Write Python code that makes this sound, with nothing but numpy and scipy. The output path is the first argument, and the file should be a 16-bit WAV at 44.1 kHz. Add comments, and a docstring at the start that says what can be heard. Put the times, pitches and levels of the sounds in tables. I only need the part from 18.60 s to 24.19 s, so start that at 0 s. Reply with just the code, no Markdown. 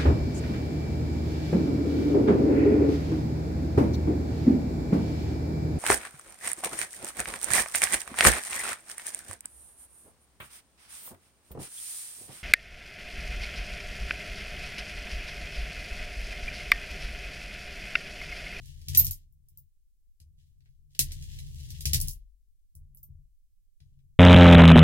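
"""A plastic coin sorter on a table in a small, dry room, close to a stereo desk microphone.
A coin is already rolling down the ramp; it rattles through its slot and clinks on the stack at 0.4 s.
Fingers take another from a heap on a towel and scrape it over the hopper. At 2.4 s it drops on the ramp,
rolls, and lands a second later. Then the fingers go softly back to the heap. All along, the table
carries knocks and the tremble of hands into the microphone stand as a low rumble."""
import sys
import numpy as np
from scipy import signal
from scipy.fft import rfft, irfft
from scipy.io import wavfile
from scipy.ndimage import uniform_filter1d

SR = 44100
rng = np.random.default_rng(int(sys.argv[2]) if len(sys.argv) > 2 else 0)


def dump(signal):
    """Clip the signal to [-1, 1] and save it as 16-bit WAV at the path in sys.argv[1]."""
    limited = np.clip(np.atleast_2d(signal).T, -1, 1)
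    pcm = np.round(limited * 32767).astype(np.int16)
    wavfile.write(sys.argv[1], SR, pcm)


N = 246519
T = np.arange(N) / SR
HZ = np.arange(N // 2 + 1) * SR / N

# Coin on plastic. Each row: start in seconds, relative level in dB, treble tilt in dB per octave.
KNOCKS = [(.0564, -51.5, 1), (.215, -54.5, -3), (0.2841, -31.5, -0.5), (0.333, -45, -5), (.3484, -23, -1),
          (0.396, -27, 0), (1.6009, -56.5, -1), (2.006, -71.5, -8.5), (2.058, -68.5, -13),
          (2.3494, -50, -5), (2.3911, -14.5, 1), (2.509, -50, -9), (2.519, -38, -2), (2.624, -47, -4),
          (2.7067, -75, -2.5), (2.7876, -43, -4), (3.0001, -52.5, -1), (3.1037, -41, 0), (3.2072, -36, 1),
          (3.2553, -22.5, -1), (3.295, -40.5, -4), (3.3329, -16.5, 1.5), (3.344, -22.5, -2),
          (5.203, -63, -7.5), (5.39, -77, -9)]
# The sorter's walls, heard close. Each row: frequency in Hz, relative level in dB.
PLASTIC_COLOUR = [(150, -25.5), (400, -13), (700, -19), (1100, -31), (1500, -16), (1900, -4), (3000, 0.5),
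                  (5000, 6), (7500, 4), (10000, 5.5), (13000, 3.5), (16000, -4)]
def wall_knocks(t60=0.035, gain_db=5, bounce_s=0.0145, bounce_db=-11):
    """Coins strike the thin plastic walls, which ring only briefly, and bounce once."""
    out = np.zeros((2, N))
    for start, db, tilt_db in KNOCKS:
        wall = response(PLASTIC_COLOUR, tilt_db)
        add(out, start, undb(db + gain_db) * convolve(crack(t60), wall))
        add(out, start + bounce_s, undb(db + gain_db + bounce_db) * convolve(crack(t60), wall))
    return out


# Coin on coin. Each row: start in seconds, relative click level in dB, mode, relative ring level in dB.
CLINKS = [(0.3729, -17.5, "G", -9.5), (0.381, -20, "G", -26), (0.3915, -22, "I", -11),
          (0.394, -23, "H", -10), (0.446, -26.5, "F", -23), (0.4673, -23.5, "G", -38),
          (0.5096, -26, "E", -29), (0.5311, -35, "F", -41), (0.725, -60.5, "J", -82),
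          (.886, -50.5, "K", -71), (0.9734, -46, "J", -46), (.984, -53, "K", -53),
          (3.4018, -24, "A", -53.5), (3.413, -23, "A", -31), (3.474, -34, "A", -43),
          (3.4831, -24.5, "H", -50), (3.51, -35, "A", -44), (3.5333, -46, "C", -40.5),
          (4.152, -46, "A", -60), (4.348, -63, "C", -44), (4.372, -48, "K", -54), (4.43, -48.5, "J", -42.5),
          (4.439, -52, "C", -52)]
# The click of metal. Each row: frequency in Hz, relative level in dB.
METAL_COLOUR = [(200, -24), (650, -28.5), (1200, -40), (2000, -14.5), (3500, -9), (5200, 4.5), (8000, 4.5),
                (11000, 5.5), (14000, 5.5), (16000, 2.5)]
def coin_clicks(t60=0.013, gain_db=5, chink_width_hz=1300, thin_below_db=-27.5):
    """Metal meets metal in a hard click; coins lying against it chink, damped, at the pitch of its ring."""
    out, t = np.zeros((2, N)), T[:481]
    for start, db, mode, ring_db in CLINKS:
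        # a light touch stirs only the coin, not what it lies on, so it sounds thinner
        metal = response(METAL_COLOUR, tilt_db=0.28 * max(thin_below_db - db, 0))
        hz, _ = COIN_MODES[mode]
        chink = np.sin(2 * np.pi * hz * t) * t * np.exp(-np.pi * chink_width_hz * t)
        add(out, start, undb(db + gain_db) * convolve(crack(t60), metal))
        add(out, start, undb(ring_db) * convolve(crack(t60), chink / np.linalg.norm(chink)))
    return out


# The coins' bending modes, by letter. Each entry: frequency in Hz, time to fall 60 dB in seconds.
COIN_MODES = dict(A=(10450, .11), C=(11700, .018), E=(13070, .07), F=(13146, .08), G=(13240, .1),
              H=(13695, .06), I=(13870, .05), J=(14100, .07), K=(15510, .11))
def coin_rings(rise_s=0.00081, split_hz=165, twin_db=-17, gain_db=3, right_phase_rad=1.8):
    """After each click the coin's bending mode rings, split in two by its relief."""
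    out, t = np.zeros((2, N)), T[:12000]
    first_phase = dict(zip(COIN_MODES, rng.random(len(COIN_MODES))))
    for start, _, mode, db in CLINKS:
        hz, t60 = COIN_MODES[mode]
        cycles = hz * (t + T[int(start * SR)]) + first_phase[mode]  # a new blow feeds the same swing
        phase = 2 * np.pi * cycles + np.array([[0], [right_phase_rad]])
        ring = np.sin(phase) + undb(twin_db) * np.sin(phase - 2 * np.pi * split_hz * t)
        add(out, start, undb(db + gain_db) * ring * onset(t, rise_s) * fade(t, t60))
    return out


# A coin's way down. Each row: the seconds at which it meets the ramp, tips into its slot, hits the stack
# and lies still, then relative levels in dB of its roll, its knock in the tube and its thud.
COIN_RUNS = [(-.3, 0.283, .384, 0.49, -60, -43.5, -27.5), (2.396, 3.253, 3.336, 3.466, -55.5, -51, -20)]
def coin_motion(roll_db=0, rattle_db=0, attack_s=0.019, t60=0.27):
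    """Strength of the coins' motion: a steady roll down the ramp, then a stronger wobble in the tube."""
    power = 0
    for ramp, slot, _, still, db, *_ in COIN_RUNS:
        power += (undb(db + roll_db) * swell(ramp, slot, attack_s, t60)) ** 2
        power += (undb(-50.5 + rattle_db) * swell(slot, still, attack_s, t60)) ** 2
    return np.sqrt(power)


# Fingers slide a coin over heap or hopper. Each row: start and length in seconds, relative level in dB.
SLIDES = [(0.854, .11, -86), (1.767, 0.06, -72.5), (2.03, 0.03, -79.5), (2.29, 0.12, -72.5),
          (5.213, 0.049, -81)]
# A scraping coin. Each row: frequency in Hz, relative level in dB.
SCRAPE_COLOUR = [(200, -19.5), (400, -16), (700, -31), (1100, -42.5), (1450, -23.5), (1750, -4), (2400, -3),
                 (3000, 3.5), (4400, 2), (6200, 1.5), (9400, -2), (12500, -7), (15800, -10.5)]
def coin_scrapes(ticks_per_s=1200, scatter_db=2.5, wobbles_per_s=19, wobble_db=3, gain_db=-6):
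    """The milled rim and the relief of a rolling or sliding coin catch in dense, uneven ticks."""
    catches = rng.random(N) < ticks_per_s / SR
    ticks = catches * undb(scatter_db * np.minimum(rng.exponential(size=N), 4))
    grain = 0
    for tilt_db in (-3, 3):  # duller or brighter as the coin leans unevenly on the rail
        scrape = convolve(spread(ticks * rng.standard_normal((2, N))), response(SCRAPE_COLOUR, tilt_db))
        grain += unit(scrape) * undb(wobble_db * wander(wobbles_per_s))
    slides = sum(undb(db) * swell(start, start + length, attack_s=0.012, t60=0.51)
                 for start, length, db in SLIDES)
    return grain * (coin_motion() + slides) * undb(gain_db)


# The coin tube. Each row: frequency in Hz, relative level in dB.
TUBE_COLOUR = [(250, -8), (500, -1.5), (1300, -6.5), (2200, -25)]
def tube_landings(t60=0.14):
    """As a coin lands, the tube and the stack in it give a dull, hollow knock."""
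    out, tube = np.zeros((2, N)), response(TUBE_COLOUR)
    for _, _, stack, _, _, db, _ in COIN_RUNS:
        add(out, stack, undb(db) * convolve(crack(t60), tube) / np.sqrt(2))
    return out


# The chute's narrow resonances. Each row: frequency in Hz, relative level in dB.
CHUTE_MODES = [(2950, -76.5), (3537, -87.5), (3698, -86), (4011, -91), (4280, -79), (5012, -80),
               (6810, -83), (7063, -82)]
def chute(x, width_hz=44, strongest_db=-1.5):
    """The walls of the chute ring on at a few pitches under every knock and scrape."""
    top_db = max(db for _, db in CHUTE_MODES)
    ringing = sum(undb(db - top_db) * resonance(hz, width_hz) for hz, db in CHUTE_MODES)
    return irfft(rfft(x) * (1 + undb(strongest_db) * ringing), N)


LOW_DB_PER_DB = 0.73  # a harder knock is shorter, so its low sounds grow more slowly than its crack
# The hopper's bowl. Each row: frequency in Hz, relative level in dB, time to fall 60 dB in seconds.
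BOWL_MODES = [(193, -3.5, 0.12), (310.5, -12.5, 0.5), (324, -10, 0.25)]
def hopper_notes(gain_db=-33.5, detune=0.004):
    """The hollow bowl answers each knock on the sorter with a short low note."""
    out, t = np.zeros((2, N)), T[:20000]
    for start, db, _ in KNOCKS:
        note = sum(undb(mode_db) * np.sin(2 * np.pi * hz * rng.normal(1, detune) * t) * fade(t, t60)
                   for hz, mode_db, t60 in BOWL_MODES)
        add(out, start, undb(gain_db + LOW_DB_PER_DB * db) * note[None])
    return out


# Fingers press a coin on towel or hopper. Each row: start in seconds, relative thud level in dB,
# contact time in milliseconds, relative pat level in dB.
PRESSES = [(0.973, -55.5, 0.76, -77), (1.602, -51, 1.96, -84.5), (4.152, -44, 15, -77),
           (4.353, -57.5, .85, -75), (4.489, -41, 2.65, -102), (5.203, -52, 2, -89)]
# A fingertip's pat. Each row: frequency in Hz, relative level in dB.
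PAT_COLOUR = [(150, -2), (350, -4), (700, -5), (1200, -23), (3000, -47)]
def finger_pats(t60=0.12):
    """A coin pressed down under a fingertip gives a muffled pat."""
    out, pat = np.zeros((2, N)), response(PAT_COLOUR)
    for start, _, _, db in PRESSES:
        add(out, start, undb(db) * convolve(crack(t60), pat))
    return out


def table_thuds(gain_db=3, knock_db=-18.5, knock_ms=1, fall_ms=1.3, size=36000):
    """Each knock, fall or finger press pushes the table briefly; a softer contact gives a duller thud."""
    out = np.zeros((2, N))
    ring = microphone_stand(signal.unit_impulse(N))[:, :size] * np.linspace(1, 0, size) ** 0.5
    pushes = [(start, knock_db + LOW_DB_PER_DB * db, knock_ms) for start, db, _ in KNOCKS]
    for ramp, slot, stack, *_, db in COIN_RUNS:
        falls = [(ramp, db - 6.5), (slot, db - 3.5), (stack, db)]
        pushes += [(start, fall_db, fall_ms) for start, fall_db in falls if start > 0]
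    pushes += [press[:3] for press in PRESSES]
    for start, db, contact_ms in pushes:
        softness = fade(1000 / SR, 2 * contact_ms)
        thud = signal.lfilter([1], [1, -softness], ring)
        add(out, start, undb(db + gain_db) * thud / np.abs(thud).max())
    return out


# A hand rests on heap or hopper. Each row: start and length in seconds, level in dB.
RESTING_HANDS = [(.55, 0.46, -61.5), (1.593, 0.87, -60.5), (4.129, 0.48, -59), (5.201, 0.31, -59.5)]
def table_rumble(stereo_spread=0.96):
    """Hands and moving coins keep the table trembling under the microphone."""
    tremble = microphone_stand(rng.standard_normal(N) + stereo_spread * rng.standard_normal((2, N)))
    running_rms = np.sqrt(uniform_filter1d(np.mean(tremble ** 2, axis=0), size=3500))
    hands = sum(undb(db) * swell(start, start + length, attack_s=0.026, t60=0.27)
                for start, length, db in RESTING_HANDS)
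    coins = coin_motion(roll_db=14.5, rattle_db=16.5)
    return tremble / running_rms * np.hypot(hands, coins)


# Resonances of table, sorter and stand. Each row: frequency and half-width in Hz, relative level in dB,
# left minus right in dB.
STAND_MODES = [(27.64, 2.5, 7, 1), (45.3, 1.8, 4, 8.5), (75, 5.8, 7.5, 4), (86.94, 5.3, 4.5, 1.5),
               (135.45, 8, 0, 12), (194, 10, -33, 5.5), (288.9, 12, -39, 1.5), (600, 170, -54.5, 0)]
def microphone_stand(push):
    """The table and the stand pass only their low resonances up to the microphone."""
    gain = sum(undb(db) * pan(pan_db) * resonance(hz, 2 * half_width_hz) ** 2
               for hz, half_width_hz, db, pan_db in STAND_MODES)
    return irfft(rfft(push) * gain, N)


# The stereo image at the desk microphone. Each row: frequency in Hz, side minus mid in dB.
STEREO_WIDTH = [(100, -1), (600, 2.5), (2000, 7.5), (5000, 5), (9000, 6.5), (14000, 1.5)]
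def spread(x):
    """Mid and side to left and right; sound from beside the capsules reaches them partly in antiphase."""
    size = x.shape[1]
    width = gain_at(STEREO_WIDTH, np.arange(size // 2 + 1) * SR / size)
    mid, side = rfft(x) / np.sqrt(1 + width ** 2)
    return irfft(np.array([mid + width * side, mid - width * side]), size)


def room_echoes(x, t60=0.12, build_s=0.005, shared=0.73, size=13000):
    """Nearby surfaces answer within milliseconds and die away fast; the capsules share part of the echo."""
    t = T[:size]
    echoes = rng.standard_normal((2, size)) + shared * rng.standard_normal(size)
    tail = echoes * onset(t, build_s) * fade(t, t60)
    return convolve(x, unit(tail) / np.sqrt(size))


# The still room at the microphone. Each row: frequency in Hz, relative level in dB.
ROOM_TONE_COLOUR = [(20, -72), (45, -78.5), (80, -93.5), (200, -112), (900, -135), (8000, -123),
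                    (16000, -122)]
def room_tone(rms_db=-62):
    """Deep rumble of the building and the microphone's own hiss."""
    spectrum = rfft(rng.standard_normal((2, N))) * gain_at(ROOM_TONE_COLOUR, HZ)
    return undb(rms_db) * unit(irfft(spectrum, N))


def crack(t60, rise_s=0.00013, size=4096):
    """One contact: a burst from the many short-lived modes of the struck parts."""
    burst = spread(rng.standard_normal((2, size))) * onset(T[:size], rise_s) * fade(T[:size], t60)
    return burst * np.sqrt(SR * t60 / np.log(1e6) / np.sum(burst ** 2))


def response(colour, tilt_db=0, size=1024):
    """Causal impulse response of unit energy with a given colour, tilted per octave above 1500 Hz."""
    hz = np.arange(size // 2 + 1) * SR / size
    gain = gain_at(colour, hz) * undb(tilt_db * np.log2(np.maximum(hz, 1500)))
    cepstrum = irfft(np.log(gain))
    cepstrum[1:size // 2] *= 2  # fold to minimum phase
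    cepstrum[size // 2 + 1:] = 0
    impulse = irfft(np.exp(rfft(cepstrum)))
    return impulse / np.linalg.norm(impulse)


def resonance(hz, width_hz):
    """Complex spectrum of one damped mode, 1 at its peak."""
    return 1 / (1 + 1j * (HZ ** 2 - hz ** 2) / (width_hz * HZ + 1e-9))


def gain_at(colour, hz):
    """Gain of a (Hz, dB) spectrum at given frequencies."""
    points_hz, db = np.transpose(colour)
    return undb(np.interp(np.log(hz + 1), np.log(points_hz), db))


def convolve(x, impulse):
    """Filter each channel."""
    return signal.fftconvolve(np.atleast_2d(x), np.atleast_2d(impulse), axes=1)[:, :x.shape[-1]]


def add(out, start, sound):
    """Mix a sound in at a start time in seconds."""
    i = max(int(start * SR), 0)
    out[:, i:i + sound.shape[1]] += sound[:, :N - i]


def swell(start, end, attack_s, t60):
    """Attack, hold and release."""
    return onset(np.maximum(T - start, 0), attack_s) * fade(np.maximum(T - end, 0), t60)


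def onset(t, rise_s):
    """Smooth rise from 0 to 1."""
    return 1 - np.exp(-(t / rise_s) ** 2)


def fade(t, t60):
    """Decay by 60 dB every t60."""
    return undb(-60 * t / t60)


def wander(steps_per_s):
    """Slow random curve with a spread near 1."""
    steps = rng.standard_normal(256)
    return np.interp(T * steps_per_s, np.arange(len(steps)), steps)


def pan(db):
    """Left and right gains, db apart."""
    return undb(np.array([[db], [-db]]) / 2)


def unit(x):
    """Scale to rms 1."""
    return x / np.sqrt(np.mean(x ** 2))


def undb(db):
    """Decibels to gain."""
    return 10 ** (np.asarray(db) / 20)


def scene(plastic_db=-0.5, clatter_echo_db=-2, ring_echo_db=-11, pan_db=0.3):
    """The sorter close up and almost centred, heard through the air and through the table."""
    plastic = undb(plastic_db) * chute(wall_knocks() + coin_scrapes())
    clatter = plastic + tube_landings() + coin_clicks() + finger_pats()
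    rings = coin_rings()
    echoes = room_echoes(undb(clatter_echo_db) * clatter + undb(ring_echo_db) * rings)
    air = (clatter + rings + echoes) * pan(pan_db)
    return air + hopper_notes() + table_rumble() + table_thuds() + room_tone()


def record(dry):
    """The recorder cuts the treble steeply above 15.9 kHz."""
    return signal.sosfilt(signal.ellip(8, 0.2, 70, 15900, fs=SR, output="sos"), dry)


dry = scene()
out = record(dry)
dump(out)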